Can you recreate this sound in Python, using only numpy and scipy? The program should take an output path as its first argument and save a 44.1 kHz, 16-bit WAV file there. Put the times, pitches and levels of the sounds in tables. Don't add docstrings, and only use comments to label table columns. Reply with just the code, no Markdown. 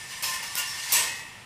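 import sys
import numpy as np
from scipy import signal
from scipy.fft import rfft, irfft, next_fast_len
from scipy.io import wavfile

SR = 44100
rng = np.random.default_rng(int(sys.argv[2]) if len(sys.argv) > 2 else 0)


def ratio(d):
    e = np.asarray(d, float) / 20
    return 10 ** e


def wrap_up_sound(samples):
    columns = np.atleast_2d(samples).T
    tamed = np.clip(columns, -1, 1)
    steps = np.round(tamed * 32767).astype(np.int16)
    wavfile.write(sys.argv[1], SR, steps)


N = 63945
RING = int(.9 * SR)

# [t/s, level/dB, bright direct scrape relative to that level/dB]
ROLLING_LEVEL = [(0, -41.5, -31), (.09, -45.5, -1), (.11, -38, -5.5), (.22, -41.5, -31), (.3, -39, 4.5),
                 (.41, -41, -10), (.46, -45.5, 2), (.53, -37, -16), (.65, -38, -7), (.78, -38.5, -3.5),
                 (.86, -36.5, -1), (.915, -30.5, -7), (1.0, -35, -2), (1.122, -44, 3.5), (1.22, -48, 1),
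                 (1.27, -50, -34), (1.45, -56.5, -12)]
# [f/Hz, relative level per Hz/dB]
ROLLING_COLOUR = [(150, -65), (250, -33), (465, -38.5), (691, -25), (1030, -5.5), (1330, -25),
                  (1820, -13.5), (1980, -10), (2750, -10), (9180, -12.5), (15400, -26)]
# [f/Hz, relative level per Hz/dB]
SCRAPE_COLOUR = [(880, -51), (1500, -3), (2130, -15), (3080, -4), (5320, -2), (9190, -9.5), (15400, -17.5)]
TICKS_PER_S, TICK_SPREAD_DB = 2500, 3
ROLL_WASH_SHARE = 0.57

# [f/Hz, level/dB, t60/s]
ROD_MODES = [(897, -8, .7), (930, -8, .45), (962, -12, .3), (1005, -12, .3), (1039, -8, .4),
             (1152, -11, .9), (1435, -15, .35), (1760, -12, 1.0), (1786, -8, 1.1), (1812, -7, 1.1),
             (1840, -9, .7), (1868, -7, 1.1), (1934, -10, 1.1), (2075, -12, .9), (2117, -5, .75),
             (2300, -9, .7), (2568, -8, .85), (2640, -10, .9), (2715, -12, .4), (2790, -4, .3),
             (2825, -10, .4), (2960, -10, .5), (3386, -12, .8), (3960, -10, .45), (4480, -12, .4),
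             (4893, -10, .4), (5237, -8, .45), (5375, -7, .3), (5446, -4, .5), (5889, -8, .35),
             (7130, -11, .4), (7846, -9, .4), (7988, -12, .45), (8203, -8, .3)]
# [f/Hz, t60/s]
WASH_DECAY = [(300, 0.94), (1000, 0.36), (2500, 0.45), (5000, 0.36), (9000, 0.35), (15000, 0.16)]
RODS_KNOCK_DB, RODS_ROLL_DB = -44.5, -41.5
RODS_SCATTER_DB = 1
SPOT_OCTAVES, RODS_RISE_S = 0.079, 0.004
WAVER_DB, WAVER_PER_S = 4, 30

# [f/Hz, relative level per Hz/dB]
HUM_COLOUR = [(12, -34), (20, -4.5), (65, -8), (107, 2), (226, -7), (257, -7), (297, -16), (375, -8),
              (422, -24), (450, -8), (580, -25), (990, -120)]
# [t/s, change of level/dB]
HUM_CHANGES = [(0, 1.5), (.15, -0.5), (.3, 3), (.42, 1), (.6, -1), (.75, 1.5), (.9, -3), (1.05, 1.5),
               (1.25, 2), (1.45, 0)]
HUM_DB = -56

# [f/Hz, relative level per Hz/dB]
HISS_COLOUR = [(240, -58), (400, -11), (927, -1.5), (1660, -5.5), (1840, -6), (2210, -1.5), (2780, -3.5),
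               (15400, -30.5)]
HISS_DB = -50

# [f/Hz, relative level/dB]
COIL_MODES = [(1760, -5), (1786, 0), (1812, -5)]
# [t/s, level/dB]
COIL_LEVEL = [(.24, -49.5), (.28, -42), (.34, -38), (.45, -41.5), (.55, -45.5), (.63, -39), (.72, -43),
              (.8, -45), (.9, -62), (1.0, -66), (1.1, -90)]
COIL_IN_STEP_S = .2177

# [t/s, relative level/dB, rattle t60/s, brightness/dB per octave,
# f of the rods nearest the spot/Hz, gain of those rods/dB]
FRAME_KNOCKS = [(.2252, -28.5, 0.073, -0.5, 5190, 14), (.232, -40, 0.12, -1.5, 920, 14),
                (.248, -50.5, 0.018, -0.5, 2117, 17), (.262, -33, 0.24, 0.5, 1039, 17),
                (.335, -34.5, 0.026, -0.5, 907, 8.5), (0.424, -36.5, 0.14, -2.5, 4480, 4),
                (.46, -46.5, 0.034, 0, 5446, 17), (0.56, -34, 0.038, 3.5, 1435, 25.5),
                (0.5678, -35, 0.11, -1.5, 1039, 13), (.575, -29.5, 0.037, 2.5, 2780, 18.5),
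                (0.586, -49, 0.059, -3.5, 4893, 8), (.67, -42.5, 0.041, 0, 5446, 23.5),
                (.77, -44, 0.069, -2.5, 2825, 21), (0.9219, -21, 0.042, 1.9, 967, 10.5),
                (.936, -24, 0.04, 2, 7980, 14.5), (.965, -26, 0.058, -1.5, 2830, 16),
                (.99, -35, 0.025, 0, 8150, 24), (1.02, -36, 0.074, 1, 2117, 16),
                (1.04, -39, .06, -4.5, 1900, 14.5), (1.07, -44, 0.026, -5.5, 2513, 22.5),
                (1.189, -50.5, .05, -6, 7860, 27)]
# [f/Hz, relative level per Hz/dB]
KNOCK_WASH_COLOUR = [(150, -66), (250, -32), (613, -13), (703, -15), (911, -8.5), (1670, -11.5), (2750, -1),
                     (3560, -5.5), (5290, -1), (13400, -5.5), (15400, -7.5)]

# [t/s, peak level/dB]
BALL_CLICKS = [(.2253, -14), (.5541, -16), (.5547, -8), (.5611, -31), (.9227, -6)]
# [f/Hz, relative level/dB, t60/s]
BALL_MODES = [(5800, -3, .004), (8200, -2, .004), (11000, -1, .004), (13800, -4, .003)]

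# [t/s, peak level/dB]
BASE_THUDS = [(.924, -35.5), (.96, -42), (1.03, -40)]
# [f/Hz, relative level/dB, t60/s]
BOARD_MODES = [(169, -5.5, 0.27), (359, -7, 0.12), (472.4, -3, 0.23), (554, 2, 0.12), (660, -3.5, 0.22)]


def unit(x):
    return x / np.sqrt(np.mean(x ** 2) + 1e-20)


def along(points, hz):
    f, value = np.transpose(points)
    return np.interp(np.log(hz + 1), np.log(f + 1), value)


def filtered(x, response):
    size = next_fast_len(len(x) + 8192)
    spectrum = rfft(x, size) * response(np.fft.rfftfreq(size, 1 / SR))
    return irfft(spectrum, size)[:len(x)]


def coloured(x, colour):
    return filtered(x, lambda f: ratio(along(colour, f)))


def ring(modes, scatter_db, spot_hz=1000, spot_db=0, rise=1e-5):
    t = np.arange(RING) / SR
    hz, db, t60 = np.transpose(modes)[:, :, None]
    nearness = np.exp(-(np.log2(hz / spot_hz) / SPOT_OCTAVES) ** 2)
    db = db + scatter_db * rng.standard_normal(db.shape) + spot_db * nearness
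    knots = np.arange(WAVER_PER_S + 1) / WAVER_PER_S
    fade_in = np.minimum(knots * WAVER_PER_S, 1)
    draws = rng.standard_normal((len(modes), len(knots)))
    waver = np.array([np.interp(t, knots, draw * fade_in) for draw in draws])
    level = ratio(db + WAVER_DB * waver - 60 * t / t60)
    sines = np.sin(2 * np.pi * hz * t + waver / 2)
    return np.sum(level * sines, axis=0) * (1 - np.exp(-t / rise))


def frame(colour, rods_db, share=1, tilt_db=0, spot_hz=1000, spot_db=0):
    def tilt(f):
        return ratio(tilt_db * np.log2((f + 100) / 4000))

    hz, t, bands = signal.stft(rng.standard_normal(RING), SR, nperseg=256)
    bands = bands * ratio(-60 * t / (share * along(WASH_DECAY, hz)[:, None]))
    wash = signal.istft(bands, SR, nperseg=256)[1][:RING]
    wash = filtered(coloured(wash, colour), tilt)
    rods = filtered(ring(ROD_MODES, RODS_SCATTER_DB, spot_hz, spot_db, RODS_RISE_S), tilt)
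    return unit(wash) / np.sqrt(RING) + ratio(rods_db) * rods


def struck(events, modes, rise):
    out = np.zeros(N + RING)
    for s, db in events:
        strike = ring(modes, scatter_db=1.5, rise=rise)
        out[round(s * SR):][:RING] += ratio(db) * strike / np.abs(strike).max()
    return out[:N]


def rolling():
    length = N + RING
    t = (np.arange(length) - RING) / SR
    hit = rng.random(length) < TICKS_PER_S / SR
    size_db = TICK_SPREAD_DB * rng.exponential(size=length).clip(0, 3)
    ticks = unit(hit * rng.choice([-1, 1], length) * ratio(size_db))
    s, db, scrape_db = np.transpose(ROLLING_LEVEL)
    push = ticks * ratio(np.interp(t, s, db))
    body = signal.fftconvolve(push, frame(ROLLING_COLOUR, RODS_ROLL_DB, share=ROLL_WASH_SHARE))[:length]
    scrape = ratio(np.interp(t, s, db + scrape_db)) * unit(coloured(ticks, SCRAPE_COLOUR))
    return (body + scrape)[RING:]


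def motor_hum():
    s, change_db = np.transpose(HUM_CHANGES)
    level_db = HUM_DB + np.interp(np.arange(N) / SR, s, change_db)
    return ratio(level_db) * unit(coloured(rng.standard_normal(N), HUM_COLOUR))


def hiss():
    return ratio(HISS_DB) * unit(coloured(rng.standard_normal(N), HISS_COLOUR))


def coil():
    t = np.arange(N) / SR
    s, db = np.transpose(COIL_LEVEL)
    tones = np.zeros(N)
    for hz, mode_db in COIL_MODES:
        tones += ratio(mode_db) * np.sin(2 * np.pi * hz * (t - COIL_IN_STEP_S))
    return ratio(np.interp(t, s, db)) * unit(tones)


def knocks():
    out = np.zeros(N + 2 * RING)
    t = np.arange(SR // 5) / SR
    for s, db, rattle_t60, tilt_db, spot_hz, spot_db in FRAME_KNOCKS:
        push = rng.standard_normal(len(t)) ** 3 * .13 * ratio(-60 * t / rattle_t60)
        push[0] = 1
        body = frame(KNOCK_WASH_COLOUR, RODS_KNOCK_DB, tilt_db=tilt_db, spot_hz=spot_hz, spot_db=spot_db)
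        sound = signal.fftconvolve(push / np.linalg.norm(push), body)
        out[round(s * SR):][:len(sound)] += ratio(db) * np.sqrt(SR / 20) * sound
    return out[:N]


def clicks():
    return struck(BALL_CLICKS, BALL_MODES, rise=1e-5)


def thuds():
    return struck(BASE_THUDS, BOARD_MODES, rise=0.0031)


def scene():
    mix = rolling() + motor_hum() + hiss() + coil() + knocks() + clicks() + thuds()
    return np.tile(mix, (2, 1))


def roll_off(x):
    return signal.sosfilt(signal.butter(12, 16500, fs=SR, output="sos"), x)


def record(dry):
    mix = np.array([filtered(channel, lambda f: f < 15450) for channel in dry])
    return roll_off(mix)


dry = scene()
out = record(dry)
wrap_up_sound(out)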